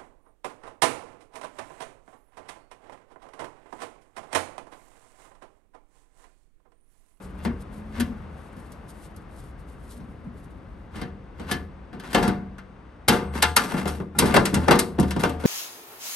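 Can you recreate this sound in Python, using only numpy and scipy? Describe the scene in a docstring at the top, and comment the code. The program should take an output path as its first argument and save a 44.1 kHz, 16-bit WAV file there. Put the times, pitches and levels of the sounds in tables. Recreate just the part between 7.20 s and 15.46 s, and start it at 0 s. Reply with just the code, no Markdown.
"""Small workshop, hollow cabinet. A hand screwdriver turns a screw; the bit grinds, groans, slips
and knocks, ringing the shaft. Then a loose steel bracket clicks, slides, squeals and clatters on the
panels. Struck panels thud and ring; pushed panels make the air inside boom.
A hand rustles on the grip close to the microphone, over a faint hum and low room rumble."""
import sys
import numpy as np
from scipy import signal
from scipy.fft import rfft, irfft, next_fast_len
from scipy.io import wavfile
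from scipy.ndimage import uniform_filter1d

SR = 44100
rng = np.random.default_rng(int(sys.argv[2]) if len(sys.argv) > 2 else 0)


def store_pcm(level_fs):
    """Save levels as 16-bit WAV."""
    pcm = np.round(np.clip(level_fs, -1, 1) * 32767).astype(np.int16)
    wavfile.write(sys.argv[1], SR, np.atleast_2d(pcm).T)


N = 364266
TIME_S = np.arange(N) / SR
EDGES_HZ = np.geomspace(22, 14000, 25)
CENTRES_HZ = np.sqrt(EDGES_HZ[1:] * EDGES_HZ[:-1])
BIT_LEAVES_S = 4.96   # screwdriver before, bracket after
THUD_HZ, KNOCK_HZ, CLACK_HZ, BITE_HZ = 208, 560, 1473, 8800

# steel on panel: t/s, thud/dB, clack/dB, tilt/(dB/oct), length factor, steel ring/dB
KNOCKS = [(0.249, -22, -34.5, -5, 1.4, -4), (0.799, -25.5, -37.5, -0.5, 0.87, 1.5),
          (0.859, -28, -71, -1, 6.6, 2), (1.365, -35.5, -71, 2.5, 1.1, 7), (2.801, -35.5, -62, -3, 1.5, -2),
          (3.066, -31.5, -86, -3, 0.44, -2), (3.754, -32.5, -45.5, -1.5, 2.7, 2),
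          (3.814, -29, -41, -4, 1.1, 2.5), (4.196, -32, -45, -5.5, 1.4, 0),
          (4.312, -24.5, -31, 0.2, 1.44, 5.5), (4.728, -32.5, -47, -7, 2.2, -0.5),
          (4.946, -16, -20.5, -3.6, 1.1, 2.5), (4.974, -21, -32.5, -5.5, 3.2, 9.5),
          (5.025, -32, -30.5, -3, 2.6, 6.5), (5.077, -20.5, -35, -3.5, 0.94, -10),
          (5.882, -14, -17, -.7, 1.1, 0.5), (5.92, -25, -27, -5.5, 3.35, -1),
          (6.54, -17, -39.5, -6, 0.51, 11), (6.655, -27.5, -33, -7, 1.2, -1),
          (6.8, -29.5, -43.5, -8, 1, -7), (6.949, -25, -49, -3, 4.3, 9), (6.987, -21, -22, 1.6, 1.15, -16),
          (7.022, -17, -31, -9, 1.2, 3), (7.054, -32, -33.5, -1.5, 2.8, 1), (7.141, -24, -19, -5, 1.25, -6),
          (7.163, -15.5, -19, -4.5, 0.68, -0.5), (7.331, -16, -46, -9, 0.53, -2),
          (7.369, -23.5, -42, -8.5, 0.67, 5), (7.482, -16, -20.5, -7.5, 0.6, 1.5),
          (7.509, -21.5, -16, -4.5, 1.32, -10), (7.786, -12.5, -32.5, -8, 0.93, 1.5),
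          (7.828, -35, -37.5, -5.5, 1.1, -11), (7.962, -21.5, -36.5, -7, 1.1, 0),
          (8.035, -27, -23.5, -5.5, 0.51, -7), (8.048, -26.5, -33.5, -5.5, 0.91, -7),
          (8.093, -42, -44, -2, 0.76, -10), (8.237, -31, -35, -7.5, 1.4, -18),
          (8.251, 2, -33, -6.5, 2.1, -15)]
# steel on steel: t/s, clack/dB, tilt/(dB/oct), steel ring/dB
CLICKS = [(0.804, -42.5, -0.5, -14), (1.519, -73.5, 8.5, -10), (1.962, -74.5, 8, 0),
          (4.797, -47.5, -2.5, 3), (5.382, -43, -8, -6), (6.224, -14.5, -3, 2.5), (6.364, -15, -1.06, -0.5),
          (7.254, -27.5, -0.4, -16), (7.342, -27, -1.3, -7), (7.553, -37.5, -3, -9), (7.59, -30, 3, -16),
          (7.798, -48.5, 5.5, 0), (7.907, -33, -3, -7)]
# spectrum of knocks, clicks and scrapes: f/Hz, level/dB
CONTACT_COLOUR = [(33, -24.5), (50, -10.5), (70, -24.5), (105, -12.5), (150, -3.5), (220, 0.5), (330, -3),
                  (600, -6), (1500, -2), (2500, -3), (6000, 3), (13000, 1)]
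# added colour while the bit is seated: f/Hz, level/dB
SCREW_COLOUR = [(210, -1.3), (560, -.7), (1500, 1), (3900, 1.4), (8800, -3), (12000, -2)]
# dense ringing of struck parts at length factor 1: f/Hz, t60/s
BODY_T60 = [(100, 0.3), (300, 0.1), (1300, 0.19), (3500, 0.11), (9000, 0.049)]
# room tail decay: f/Hz, t60/s
ROOM_T60 = [(100, 1.35), (300, 0.5461), (1300, 0.32), (4000, 0.28), (12000, 0.3)]
# room tail re direct sound: f/Hz, level/dB
ROOM_DB = [(100, -24), (400, -12.5), (1500, -17), (4000, -13.5), (10000, -22)]
# cabinet panel modes: f/Hz, level/dB, t60/s
PANEL_MODES = [(164.5, -7, 0.15), (193.8, -7, 0.9), (236.7, -10, 0.28), (267, -7.5, 0.47),
               (305.5, -10, 0.42), (352, -8, 0.42), (380.2, -8, .5), (449.5, -14, 0.77), (475, -7, 0.47)]
# screwdriver shaft modes: f/Hz, level/dB, t60/s
SHAFT_MODES = [(728, -9.5, 0.34), (1165, -15.5, 0.3), (1720, -3.5, 0.25), (1787, -10, 0.23),
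               (3090, -7, 0.18), (3680, -12, 0.11), (4680, -12, 0.088)]
# steel bracket modes: f/Hz, level/dB, t60/s
BRACKET_MODES = [(724, -10, 0.49), (822.5, -7, 0.2), (868, -10.5, 0.42), (1015, -14, 0.32),
                 (1200, -15, 0.47), (1385, -7, 0.3), (1390, -7, 0.18), (1657, -11, 0.33), (1752, -11, 0.24),
                 (2080, -15, 0.22), (2370, -22, 0.11), (2440, -17, .18), (2850, -18, 0.12),
                 (3640, -17.5, 0.29), (4700, -23, .18)]
# metal grinding in the screw head or on a panel: t/s, half-width/s, level/dB
SCRAPES = [(0.216, 0.046, -52.5), (0.771, 0.037, -40.5), (1.052, .35, -63), (3.775, 0.046, -44.5),
           (3.844, 0.047, -62), (4.222, 0.045, -47), (4.302, 0.024, -34.5), (4.854, 0.024, -40.5),
           (4.908, .008, -40), (4.933, 0.0034, -27.5), (6.162, 0.024, -31.5), (6.408, 0.019, -31.5),
           (6.443, 0.0074, -31.5), (6.508, 0.024, -32), (6.58, 0.026, -32), (6.679, 0.0057, -27.5),
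           (6.754, 0.0045, -43), (7.09, 0.08, -30), (7.435, 0.063, -38.5), (7.882, .009, -41.5),
           (8.003, .01, -31), (8.209, 0.012, -40.5)]
# stick-slip of screw or bit: t/s, half-width/s, f/Hz, level/dB
GROANS = [(0.291,0.029,232,-25.5), (.817,0.024,237,-19), (0.898,0.029,240,-33), (2.828,0.075,236.6,-44),
          (3.089,0.04,236,-41.5)]
# pushes on a panel: t/s, half-width/s, level/dB
PUSHES = [(0.3, 0.11, -37), (0.82, .045, -31), (1.0, 0.17, -41.5), (3.85, 0.21, -44.5), (4.36, 0.16, -37),
          (5.13, 0.19, -43.5), (6.14, .1, -31.5), (6.29, 0.067, -29), (6.72, 0.098, -32),
          (7.1, 0.16, -33.5), (7.41, 0.079, -26.5), (7.6, 0.13, -42), (7.87, 0.11, -28), (8.16, 0.1, -32.5)]
# sliding steel edge: t/s, half-width/s, level/dB
SQUEALS = [(6.1, .06, -68), (6.19, .04, -69), (6.285, .05, -54), (6.51, .09, -61.5)]
# fingers shifting on the grip: t/s, half-width/s, level/dB
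RUBS = [(0.03, 0.11, -62), (0.185, .01, -56), (0.245, 0.014, -44.5), (0.415, 0.016, -56.5),
        (0.58, 0.061, -61.5), (1.22, 0.091, -67), (1.44, 0.12, -63.5), (1.7, 0.019, -52),
        (1.81, 0.076, -57), (2.2, 0.094, -60.5), (2.5, 0.036, -60.5), (2.7, 0.073, -54), (3.22, .11, -67.5)]
# skin friction spectrum: f/Hz, level/dB
HAND_COLOUR = [(2500,-0.5), (5000,2.5), (8500,1.5), (13000,-5)]
# distant hum: t/s, f/Hz, level/dB
HUM = [(0,187.7,-49.5), (.25,189.7,-44), (.45,203,-51), (.55,209.7,-43.5), (.75,216,-42), (1.1,212,-58),
       (2,208.4,-57), (2.4,207,-92.5)]
# room noise: t/s, rumble/dB, air/dB
ROOM_NOISE = [(0, -39.5, -49), (.6, -40.5, -49), (1.2, -43.5, -48.5), (2, -43.5, -51), (3, -42.5, -52.5),
              (4.2, -43.5, -53), (4.8, -44.5, -52), (5.7, -47, -53), (6.9, -54, -54), (8.26, -63, -44.5)]
# rumble spectrum: f/Hz, level/dB
RUMBLE_COLOUR = [(20,-17), (30,-20.5), (42,0), (65,1), (102,-7.5), (190,-7), (250,-12.5), (330,-10.5),
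                 (500,-29.5)]
# air noise spectrum: f/Hz, level/dB
AIR_COLOUR = [(400,3.5), (600,-2), (1200,-2.5), (2400,-14.5), (3600,-22.5), (6000,-28), (9000,-46),
              (13000,-53)]
# likeness of the two microphone ports: f/Hz, correlation
PORT_CORRELATION = [(60, .96), (150, .87), (300, .74), (700, .55), (1500, .53), (4000, .62), (8000, .95)]
# left minus right port: f/Hz, level/dB
PORT_BALANCE = [(60, 2.5), (250, 0.5), (420, 0.71), (680, 9.7), (1100, 4.7), (1800, 3.6), (2900, 2.5),
                (4700, 2.5), (8000, 0.5)]
# right port delay: f/Hz, lag/samples
PORT_LAG = [(100, 1), (1500, 1), (3300, 1.4), (6300, .9), (8500, 1.35), (11500, .7)]
# port peaks and notches: f/Hz, width/Hz, gain/dB
PORT_RESONANCES = [(6520, 5800, -4), (8800, 990, 9.5), (10070, 450, -18), (10340, 320, -18),
                   (11200, 430, 10.5)]


def contacts(click_thud_db=-15.5):
    """Knocks and clicks as (t/s, force spectrum, length factor, steel ring/dB)."""
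    def tilted(hz, clack_db, db_per_oct):
        return hz, clack_db + db_per_oct * np.log2(hz / CLACK_HZ)
    hits = []
    for s, thud_db, clack_db, tilt, length, ring_db in KNOCKS:
        force = [(THUD_HZ, thud_db), tilted(KNOCK_HZ, clack_db, tilt), tilted(BITE_HZ, clack_db, tilt)]
        hits.append((s, force, length, ring_db))
    for s, clack_db, tilt, ring_db in CLICKS:
        thud = (THUD_HZ, clack_db + click_thud_db)
        force = [thud, (CLACK_HZ, clack_db), tilted(BITE_HZ, clack_db, tilt)]
        hits.append((s, force, 1, ring_db))
    return hits


def impacts(level_db=-2.0, scatter_db=1.5, rise_s=0.00066, base_press_s=0.0014,
            lead_in_db=-16.0, lead_in_s=0.0034, crack_db=-5.0, crack_s=0.001):
    """Each contact cracks and rings dense short modes, lows later; the room adds a tail."""
    out = np.zeros((2, N))
    pad = int(.01 * SR)
    t = TIME_S[:int(.7 * SR)] - pad / SR
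    after_s = np.maximum(t, 0)
    # faint noise starting just before each hit
    lead_in = from_db(lead_in_db) * (t > -lead_in_s) * np.exp(-after_s / lead_in_s)
    hits = contacts()
    spots_db = scatter_db * rng.standard_normal((len(hits), len(CENTRES_HZ)))
    for k, (band, hz) in enumerate(zip(stereo_bands(), CENTRES_HZ)):
        if hz < CONTACT_COLOUR[0][0]:
            continue
        rise = 1 - np.exp(-(after_s / (rise_s + 1 / hz)) ** 2)
        tail = from_db(at_hz(ROOM_DB, hz) - 60 * after_s / at_hz(ROOM_T60, hz))
        decay_db = -60 * after_s / at_hz(BODY_T60, hz)
        crack = from_db(crack_db) * rise * np.exp(-after_s / crack_s)
        for (s, force, length, _), spot_db in zip(hits, spots_db[:, k]):
            start = int(s * SR) - pad
            noise = band[:, start:start + len(t)]
            press = np.clip((t + lead_in_s) / (base_press_s * length ** 2), 0, 1)
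            body = rise * np.hypot(from_db(decay_db / length), tail)
            envelope = (press * (lead_in + body + crack))[:noise.shape[1]]
            # normalised: the force sets the energy
            power = np.sum((noise.mean(axis=0) * envelope) ** 2) / np.sum(envelope ** 2)
            gain = from_db(level_db + spot_db + contact_colour_db(s, hz) + at_hz(force, hz))
            out[:, start:start + len(t)] += gain / np.sqrt(power * length) * envelope * noise
    return out


def contact_colour_db(s, hz):
    """Contact spectrum: harsher and less airy in the screw head than on the panels."""
    return at_hz(CONTACT_COLOUR, hz) + (s < BIT_LEAVES_S) * at_hz(SCREW_COLOUR, hz)


def struck_modes(modes, ring_db, level_db, scatter_db, contact_s):
    """Each contact kicks each mode with random strength and sign; the ring builds during contact."""
    times_s, forces, _, _ = zip(*contacts())
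    starts = [int(s * SR) for s in times_s]
    out = np.zeros((2, N))
    chance = rng.standard_normal((len(times_s), len(modes), 2))
    for k, (hz, mode_db, t60_s) in enumerate(modes):
        force_db = ring_db + np.array([at_hz(force, hz) for force in forces])
        kick_db = force_db + mode_db + level_db + scatter_db * chance[:, k, 0]
        kicks = np.zeros(N)
        kicks[starts] = from_db(kick_db) * np.sign(chance[:, k, 1])
        out += port_gains(hz) * (resonator(kicks, hz, t60_s) - resonator(kicks, hz, contact_s))
    return out


def scrapes(level_db=-7.0, catches_per_s=260, catch_s=0.00067, smooth=0.47, tail_s=.018, tail_cycles=9):
    """Metal catches and slips many times per stroke; low modes swell and fade slowly."""
    catches = (rng.random(N) < catches_per_s / SR) * rng.uniform(0.24, 1, N)
    grit = smooth + signal.lfilter([1], [1, -np.exp(-1 / (catch_s * SR))], catches)
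    out = np.zeros((2, N))
    for band, hz in zip(stereo_bands(grit), CENTRES_HZ):
        if hz < CONTACT_COLOUR[0][0]:
            continue
        power = np.zeros(N)
        for s, half_s, stroke_db in SCRAPES:
            near = slice(max(int((s - 2 * half_s) * SR), 0), int((s + 2 * half_s) * SR))
            gain = from_db(stroke_db + scrape_colour_db(half_s, hz) + contact_colour_db(s, hz))
            power[near] += gain ** 2 * np.exp(-2 * ((TIME_S[near] - s) / half_s) ** 2)
        pole = np.exp(-1 / ((tail_s + tail_cycles / hz) * SR))
        lingering = signal.lfilter([1 - pole], [1, -pole], power + 1e-18)
        direct = hz / (hz + 1000)
        out += band * np.sqrt(direct * power + (2 - direct) * lingering) * from_db(level_db)
    return out


def scrape_colour_db(half_s, hz, ref_half_s=.025, thud_db=1, ref_bite_db=-18, db_per_halving=3.5):
    """Scrape spectrum: quicker strokes are brighter."""
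    bite_db = ref_bite_db + db_per_halving * np.log2(ref_half_s / half_s)
    return at_hz([(THUD_HZ, thud_db), (CLACK_HZ, 0), (BITE_HZ, bite_db)], hz)


def cabinet_echoes(x, reflect=0.1, nearest_s=.0006, farthest_s=.009, count=14, highpass_hz=600):
    """Close walls comb the sound hollow; long waves bend around them."""
    echoes = np.zeros_like(x)
    for distance, sign, left, right in rng.uniform(-1, 1, (count, 4)):
        lag = int((nearest_s + abs(distance) * (farthest_s - nearest_s)) * SR) + 1
        gain = reflect * (np.sign(sign) + np.array([[left], [right]]))
        echoes[:, lag:] += gain * x[:, :-lag]
    return signal.sosfilt(signal.butter(2, highpass_hz, "high", fs=SR, output="sos"), echoes)


def groans(roughness=0.27, overtone_db=-26.0, pan_db=2.0):
    """Periodic stick-slip shakes the panel: short, low, rough tones."""
    out = np.zeros(N)
    for s, half_s, hz, level_db in GROANS:
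        phase = 2 * np.pi * hz * (TIME_S - s)
        tone = np.sin(phase) + from_db(overtone_db) * np.sin(2 * phase)
        out += np.sqrt(2) * from_db(level_db) * tone * swell(s, half_s)
    return out * (1 + roughness * drift(140)) * from_db([[pan_db], [-pan_db]])


def boom(hz=77.6, level_db=-0.5):
    """The lowest cabinet resonance swells with each push."""
    envelope = from_db(level_db) * strokes(PUSHES, steepness=2.1)
    return port_gains(hz) * envelope * wavering_sine(hz, waver_hz=2.75, rate_hz=12)


def squeals(hz=8430):
    """Friction sustains one high mode of a thin steel edge."""
    return strokes(SQUEALS) * wavering_sine(hz, waver_hz=14, rate_hz=54)


def hand(level_db=-3.0, grain_db=1.0, uneven_db=4.0, restless_db=-72, settles_s=3.45):
    """Skin rubs the grip with a grainy hiss: strokes, plus slight motion until the hand settles."""
    grit = from_db(grain_db * unit_rms(uniform_filter1d(rng.standard_normal(N), size=150)))
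    rubbing = np.hypot(strokes(RUBS), from_db(restless_db) * swell(0, settles_s, steepness=6))
    gain = from_db(level_db + uneven_db * drift(45))
    return gain * rubbing * coloured(stereo_bands(grit), HAND_COLOUR)


def hum():
    """A distant hum creeps up in pitch, then sags and dies away."""
    hz, level_db = time_curves(HUM)
    return from_db(level_db) * wavering_sine(hz, waver_hz=1.86, rate_hz=16)


def room_noise():
    """Fading low rumble and soft air noise."""
    bands = stereo_bands()
    rumble_db, air_db = time_curves(ROOM_NOISE)
    rumble = from_db(rumble_db) * coloured(bands, RUMBLE_COLOUR)
    return rumble + from_db(air_db) * coloured(bands, AIR_COLOUR)


def from_db(db):
    """dB to gain."""
    return 10 ** (np.asarray(db) / 20)


def unit_rms(x):
    """Scale to unit power."""
    return x / np.sqrt(np.mean(x ** 2) + 1e-20)


def at_hz(points, hz):
    """Table lookup over log frequency."""
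    points_hz, values = np.transpose(points)
    return np.interp(np.log(hz), np.log(points_hz), values)


def time_curves(rows):
    """One per-sample curve per value column."""
    times_s, *columns = np.transpose(rows)
    return [np.interp(TIME_S, times_s, column) for column in columns]


def resonator(kicks, hz, t60_s):
    """Two-pole mode: one decaying sine per kick."""
    radius = from_db(-60 / (t60_s * SR))
    step_rad = 2 * np.pi * hz / SR
    feedback = [1, -2 * radius * np.cos(step_rad), radius ** 2]
    return signal.lfilter([0, np.sin(step_rad)], feedback, kicks + 1e-18)


def port_gains(hz):
    """Left and right gain."""
    return from_db(at_hz(PORT_BALANCE, hz) * np.array([[.5], [-.5]]))


def stereo_bands(grit=1.0):
    """Noise, modulated by grit, in partly correlated stereo bands."""
    white = rng.standard_normal((2, 2, N)) * grit
    bands = []
    for k, hz in enumerate(CENTRES_HZ):
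        bandpass = signal.butter(2, EDGES_HZ[k:k + 2], "band", fs=SR, output="sos")
        mid, side = signal.sosfilt(bandpass, white[k % 2])
        correlation = at_hz(PORT_CORRELATION, hz)
        spread = np.sqrt((1 - correlation) / (1 + correlation)) * np.array([[1], [-1]])
        bands.append(port_gains(hz) * (unit_rms(mid) + spread * unit_rms(side)))
    return bands


def coloured(bands, spectrum):
    """Mix the bands within a density spectrum's range to unit power."""
    covered = [(band, hz) for band, hz in zip(bands, CENTRES_HZ)
               if spectrum[0][0] <= hz <= spectrum[-1][0]]
    return unit_rms(sum(band * from_db(at_hz(spectrum, hz)) * np.sqrt(hz) for band, hz in covered))


def drift(rate_hz):
    """Ramps between unit Gaussian draws."""
    return np.interp(TIME_S * rate_hz, np.arange(N), rng.standard_normal(N))


def wavering_sine(hz, waver_hz, rate_hz):
    """Unit-power sine with drifting pitch."""
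    return np.sqrt(2) * np.sin(2 * np.pi * np.cumsum(hz + waver_hz * drift(rate_hz)) / SR)


def swell(centre_s, half_s, steepness=2):
    """Bell of height 1, down to 1/e at the half-width."""
    return np.exp(-np.minimum(np.abs((TIME_S - centre_s) / half_s), 5) ** steepness)


def strokes(rows, steepness=2):
    """Envelope of swells summed in power."""
    power = sum((from_db(level_db) * swell(s, half_s, steepness)) ** 2 for s, half_s, level_db in rows)
    return np.sqrt(power + 1e-18)


def scene():
    """Contacts, the parts they ring, hand and room."""
    times_s, _, _, ring_db = zip(*contacts())
    on_screw = np.array(times_s) < BIT_LEAVES_S
    shaft_db = np.where(on_screw, ring_db, -120)
    bracket_db = np.where(on_screw, -120, ring_db)
    panels = struck_modes(PANEL_MODES, ring_db=0, level_db=-2.0, scatter_db=0.5, contact_s=0.043)
    shaft = struck_modes(SHAFT_MODES, shaft_db, level_db=0.5, scatter_db=1.5, contact_s=0.0092)
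    bracket = struck_modes(BRACKET_MODES, bracket_db, level_db=-2.5, scatter_db=3.5, contact_s=.01)
    clatter = impacts() + scrapes()
    work = clatter + cabinet_echoes(clatter) + panels + shaft + bracket + squeals() + groans() + boom()
    return work + hand() + hum() + room_noise()


def record(dry, port_edge_hz=12700, leak_db=-33.0, cutoff_hz=15900):
    """Microphone colour, right port lag and soft clip; then the treble is cut off near 16 kHz."""
    x = dry
    for hz, width_hz, gain_db in PORT_RESONANCES:
        resonance = signal.lfilter(*signal.iirpeak(hz, hz / width_hz, fs=SR), x)
        x = x + (from_db(gain_db) - 1) * resonance
    x = signal.sosfilt(signal.butter(20, port_edge_hz, fs=SR, output="sos"), x) + from_db(leak_db) * x
    size = 2 * next_fast_len(N)
    bins_hz = np.arange(size // 2 + 1) * SR / size
    delay = np.exp(-2j * np.pi * at_hz(PORT_LAG, bins_hz + 1) * bins_hz / SR)
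    right = irfft(rfft(x[1], size) * delay, size)[:N]
    rounded = np.tanh(np.array([x[0], right]))
    return signal.sosfilt(signal.cheby1(12, .5, cutoff_hz, fs=SR, output="sos"), rounded)


dry = scene()
out = record(dry)
store_pcm(out)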